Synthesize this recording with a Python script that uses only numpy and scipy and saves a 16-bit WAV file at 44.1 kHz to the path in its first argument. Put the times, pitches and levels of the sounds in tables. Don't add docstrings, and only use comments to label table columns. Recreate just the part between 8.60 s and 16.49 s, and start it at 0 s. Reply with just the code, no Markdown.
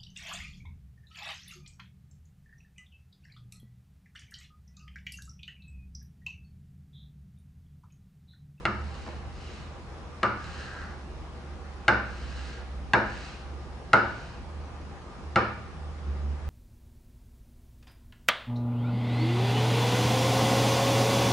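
import sys
import numpy as np
from scipy import signal
from scipy.fft import rfft, irfft
from scipy.io import wavfile
from scipy.ndimage import uniform_filter1d

SR = 44100
rng = np.random.default_rng(int(sys.argv[2]) if len(sys.argv) > 2 else 0)


def digitize_waveform(pressure):
    field = np.atleast_2d(pressure).T
    bounded = np.clip(field, -1, 1)
    quanta = np.round(bounded * 32767).astype(np.int16)
    wavfile.write(sys.argv[1], SR, quanta)


N = 347949

# (frequency [Hz], level [dB])
MODE_DRIVE = [(113, -22.5), (205, -23.5), (355, -23.5), (490, -24), (635, -21), (860, -14), (1100, -16.5),
              (1500, -17.5), (1800, -17.5), (2150, -14.5), (2850, -16), (3500, -19.5), (4300, -19),
              (7000, -14)]


def gain_of(db):
    return 10 ** (np.asarray(db) / 20)


def evened(x):
    return x / np.sqrt(np.mean(x ** 2) + 1e-20)


def read(points, hz):
    f, value = np.transpose(points)
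    return np.interp(np.log(hz + 1), np.log(f + 1), value)


def add(mix, s, sound):
    part = mix[..., round(s * SR):][..., :sound.shape[-1]]
    part += sound[..., :part.shape[-1]]


def resonate(x, hz, width):
    turn = np.exp(2j * np.pi * np.cumsum(hz * np.ones(len(x))) / SR)
    r = np.exp(-np.pi * width / SR)
    smoothed = signal.lfilter([1 - r], [1, -r], x / turn + 1e-18)
    return 2 * (turn * smoothed).real


def pair(a, b, same):
    same = np.clip(same, -1, 1)[:, None]
    return np.array([a, same * a + np.sqrt(1 - same ** 2) * b])


def tip_click(t, spot_hz):
    over_spot, decay_s = 1.244, 0.00041
    return -np.exp(-(t / decay_s) ** 2) * np.sin(2 * np.pi * over_spot * spot_hz * t)


def tabletop_ring(t, spot_hz, width_hz, spot_db, lower_db):
    # (frequency [Hz], time to fall 60 dB [s])
    table_modes = [(285, 0.027), (420, 0.032), (490, 0.076), (560, 0.063), (635, 0.065), (720, 0.027),
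                   (800, 0.041), (900, 0.042), (1010, 0.042), (1180, 0.042), (1290, 0.035), (1410, 0.027),
                   (1500, 0.033), (1640, 0.019), (1800, 0.036), (2020, 0.0061), (2280, 0.013),
                   (2750, 0.0068), (3000, 0.005), (3500, 0.0047), (4300, 0.0035), (5200, 0.004),
                   (7000, 0.00063)]
    lower_hz = 1050
    load = 1 + .012 * rng.standard_normal(len(table_modes))
    ring = np.zeros(len(t))
    for k, (hz, t60) in enumerate(table_modes):
        spot_boost_db = spot_db * np.exp(-(2 * (hz - spot_hz) / width_hz) ** 2)
        drive_db = read(MODE_DRIVE, hz) + spot_boost_db + lower_db * (hz < lower_hz)
        ring += (-1) ** k * gain_of(drive_db - 60 * t / t60) * np.sin(2 * np.pi * hz * load[k] * t)
    return ring


def low_thump(t):
    # (frequency [Hz], time to fall 60 dB [s])
    slow_modes = [(113, 0.77), (136, 0.21), (197, 0.48), (213, 0.68), (345, 0.51), (363, 0.36)]
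    start = rng.random((len(slow_modes), 1, 1))
    start = start + 0.043 * rng.standard_normal((len(slow_modes), 2, 1))
    thump = np.zeros((2, len(t)))
    for (hz, t60), cycles in zip(slow_modes, start):
        thump += gain_of(read(MODE_DRIVE, hz) - 60 * t / t60) * np.sin(2 * np.pi * (hz * t + cycles))
    return thump * (1 - np.exp(-t / 0.0013))


def tap(blow_db, click_db, spot_hz, width_hz, spot_db, lower_db, thump_db):
    t = np.arange(SR // 2) / SR
    onset = 1 - np.exp(-(t / 0.0001) ** 2)
    click = onset * tip_click(t, spot_hz)
    ring = onset * tabletop_ring(t, spot_hz, width_hz, spot_db, lower_db)
    thump = low_thump(t)
    return gain_of(blow_db + click_db) * click, gain_of(blow_db) * ring, gain_of(blow_db + thump_db) * thump


def stroke(start, fast_s, firm_s, end, hiss_db, body_db):
    # (frequency [Hz], level [dB per Hz])
    rub_colour = [(1060, -36), (1800, -2.5), (2770, 0.5), (3480, -7.5), (4050, -0.5), (7250, -10.5),
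                  (9240, -16.5), (10400, -145), (11000, -37), (14300, -88.5), (22000, -120)]
    start_db, end_db, roundness = -8, -22, 1.88
    slips_per_s, body_hz, body_width_hz = 6000, 1440, 740
    t = np.arange(start, end, 1 / SR)

    def swell(top_s):
        away = np.interp(t, [start, top_s, end], [-1, 0, 1])
        return gain_of(np.where(away < 0, start_db, end_db) * abs(away) ** roundness)

    speed, pressure = swell(fast_s), swell(firm_s)
    size, chance, sign = rng.exponential(1, len(t)), rng.random(len(t)), rng.standard_normal(len(t))
    slips = gain_of(4.2 * np.minimum(size, 3.5)) * sign * (chance < slips_per_s / SR)
    hz = np.fft.rfftfreq(len(t), 1 / SR)
    hiss = evened(irfft(rfft(slips) * gain_of(read(rub_colour, hz)), len(t)))
    body = resonate(slips, body_hz, body_width_hz)
    body = evened(resonate(body, body_hz, body_width_hz))
    rub = gain_of(hiss_db) * speed * hiss + gain_of(body_db) * pressure * body
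    return start, rub * signal.windows.tukey(len(t), .15)


def early_echoes():
    # (delay [s], left level [dB], right level [dB])
    echo_list = [(.0034, -9, -10), (.0062, -9, -8), (.0102, -7, -8), (.019, -6, -7)]
    right_lag = 1
    early = np.zeros((2, 2048))
    for k, (s, left_db, right_db) in enumerate(echo_list):
        width = int(1 + s * 600)
        early[:, round(s * SR):][:, :width] = -(-1) ** k * gain_of([[left_db], [right_db]]) / width
    early[0, 0] = early[1, right_lag] = 1
    return early


def room_tail():
    # (frequency [Hz], time to fall 60 dB [s], relative tail level [dB])
    tail_bands = np.array([(100, 0.86, 7.5), (300, 0.46, 7.5), (810, 0.49, -2.5), (1490, 0.51, -1),
                           (3170, 0.71, -1), (5730, 0.51, -7), (9900, 0.11, -5)])
    # (frequency [Hz], likeness [-1 to 1])
    tail_likeness = [(100, 0.44), (600, 0.89), (1500, 0.5), (3000, 0.089), (8000, 0.82)]
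    reflections = np.zeros((2, SR))
    at = np.arange(300, SR - 20, 20) + rng.integers(0, 20, (2, (SR - 301) // 20))
    np.put_along_axis(reflections, at, rng.choice([-1., 1.], at.shape), 1)
    hz, t, z = signal.stft(reflections, SR, nperseg=256)
    t60 = read(tail_bands[:, [0, 1]], hz)[:, None]
    level_db = read(tail_bands[:, [0, 2]], hz)[:, None]
    fading = pair(z[0], z[1], read(tail_likeness, hz)) * gain_of(level_db - 60 * t / t60)
    tail = signal.istft(fading, SR, nperseg=256)[1]
    return tail / np.linalg.norm(tail[0])


def hum():
    # (time [s], pitch [Hz], level before flutter and left-right tilt [dB])
    hum_path = [(0.0, 71.8, -52), (0.24, 73.8, -35), (0.36, 73.92, -43.5), (1.27, 77, -48),
                (2.28, 76.7, -44.5), (2.4, 70.35, -44), (3.07, 72.8, -43.5), (3.25, 66, -41),
                (4.22, 66.65, -39.5), (4.35, 63, -43), (4.55, 62, -43.5), (4.78, 66.8, -51.5),
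                (4.9, 69.8, -36), (5.36, 70.3, -55), (5.47, 72.1, -42.5), (5.78, 75, -54),
                (5.91, 74.8, -38.5), (6.57, 74.8, -54.5), (6.68, 74.3, -37.5), (7.03, 77.5, -48),
                (7.27, 74.2, -35), (7.36, 75.2, -44), (7.49, 70.3, -30.5), (7.72, 72.3, -30.5),
                (7.79, 72.9, -41), (7.89, 73.3, -28)]
    flutter_db, flutter_hz = 1.5, 7.5
    s, hz, db = np.transpose(hum_path)
    t = np.arange(N) / SR
    rates = flutter_hz * np.geomspace(.3, 1, 12)
    flutter = evened(sum(np.sin(2 * np.pi * (f * t + rng.random())) for f in rates))
    phase = 2 * np.pi * np.cumsum(np.interp(t, s, hz)) / SR + np.array([[0], [.3]])
    tone = np.sin(phase) + gain_of(-20.0) * np.sin(2 * phase) + gain_of(-23) * np.sin(3 * phase)
    level = gain_of(np.interp(t, s, db) + flutter_db * flutter)
    return np.sqrt(2) * level * tone * gain_of([[-1.3], [1.2]])


def fans():
    # (frequency [Hz], relative level [dB per Hz])
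    air_colour = [(20, -40), (33, -16), (50, -1), (78, -3), (98, -15), (160, -10.5), (400, -15.5),
                  (1180, -19.5), (2050, -27), (3500, -33), (5500, -36), (8000, -46), (9500, -48),
                  (11200, -54.5)]
    # (frequency [Hz], width [Hz], level above the air noise [dB])
    humps = [(111, 30, 2.5), (146.4, 13.5, 5), (200, 15, 3.5), (362.5, 13.5, 6.5), (486.5, 4, 13),
             (797, 9.9, 9), (1208, 33, 5.5)]
    # (frequency [Hz], likeness [-1 to 1])
    air_likeness = [(60, 0.5), (140, 0.95), (340, 0.77), (800, 0.72), (1900, 0.27), (4510, -0.14),
                    (10700, 1)]
    fans_db, patch_db = -43.5, 1.26
    frames, hz = N // 1024 + 5, np.fft.rfftfreq(4096, 1 / SR)
    a, b, c, d, patches = rng.standard_normal((frames, 2049, 5)).T
    patches = uniform_filter1d(patches, size=40, axis=0)
    patches = evened(uniform_filter1d(patches, size=3, axis=1))
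    colour_db = read(air_colour, hz) + sum(db / (1 + (2 * (hz - f) / w) ** 2) for f, w, db in humps)
    noise = pair(a + 1j * b, c + 1j * d, read(air_likeness, hz))
    z = noise * gain_of(colour_db[:, None] + patch_db * patches)
    return gain_of(fans_db) * evened(signal.istft(z, nperseg=4096, noverlap=3072)[1][:, :N])


def motors():
    # (frequency [Hz], level [dB], width of the waver [Hz])
    motor_tones = [(49.9, -51, 1.3), (121, -57, 1)]
    t = np.arange(N) / SR
    total = np.zeros(N)
    for hz, db, width in motor_tones:
        waver = evened(resonate(rng.standard_normal(N), hz, width))
        total += gain_of(db) * evened(np.sin(2 * np.pi * hz * t) + 0.35 * waver)
    return total


def scene():
    # (time [s], blow [dB], left over right [dB], delay of the spring tip's second contact [ms],
    #   its level [dB], click [dB], main ring of the struck spot [Hz], its width [Hz], its boost [dB],
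    #   lower modes [dB], thump [dB])
    tap_list = [(0.0537, -15, .3, 1.46, 1, 8.5, 1350, 330, 9, -4, 3.2),
                (0.462, -30.5, 0, 1.6, -12, -18, 1270, 300, -2, 4, 0.75),
                (1.631, -13.5, .3, 1.69, 2.5, 3, 1344, 520, 11, -2, 2.26),
                (3.281, -8, 0, 1.35, 4, 3, 1477, 400, 10, -2.5, -1.08),
                (4.3348, -9, 1, 1.125, 1.5, 4, 1584, 520, 11, 1.5, 0.11),
                (5.332, -7, .3, 1.5, 5, 0, 1434, 360, 14, 0, -0.89),
                (6.7587, -9, .1, 1.42, 2, 0, 1384, 420, 10, -2, 0.77)]
    # (start [s], time of top speed [s], time of top pressure [s], end [s], hiss [dB], tabletop [dB])
    stroke_list = [(.15, 0.425, 0.36, .64, -54.5, -60), (.7, 0.919, 1.3, 1.17, -54, -64),
                   (1.74, 1.93, 2.16, 2.42, -49.5, -47.5), (3.419, 3.854, 3.95, 4.06, -50.5, -53.5),
                   (4.415, 4.63, 4.65, 4.88, -50, -55), (5.418, 5.595, 5.7, 5.85, -55, -58)]
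    mix = fans() + hum() + motors()
    for s, blow_db, pan_db, again_ms, again_db, *colour in tap_list:
        click, ring, thump = tap(blow_db, *colour)
        near = click + ring
        add(near, again_ms / 1000, gain_of(again_db) * near)
        direct = signal.fftconvolve([near], early_echoes(), axes=1)
        add(mix, s, direct * gain_of([[pan_db / 2], [-pan_db / 2]]))
        to_walls = gain_of(5.0) * ring + gain_of(-10.5) * click
        add(mix, s, signal.fftconvolve([to_walls], room_tail(), axes=1))
        add(mix, s, thump)
    rubbing = np.zeros(N)
    for row in stroke_list:
        add(rubbing, *stroke(*row))
    add(mix, 0, signal.fftconvolve([rubbing], gain_of(-3.5) * early_echoes(), axes=1))
    add(mix, 0, signal.fftconvolve([rubbing], gain_of(-2.0) * room_tail(), axes=1))
    return mix


def record(dry):
    edge_hz = 11250
    lowpass = signal.firwin(511, edge_hz, window=("kaiser", 9), fs=SR)
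    return signal.oaconvolve(dry, lowpass[None], "same")


dry = scene()
out = record(dry)
digitize_waveform(out)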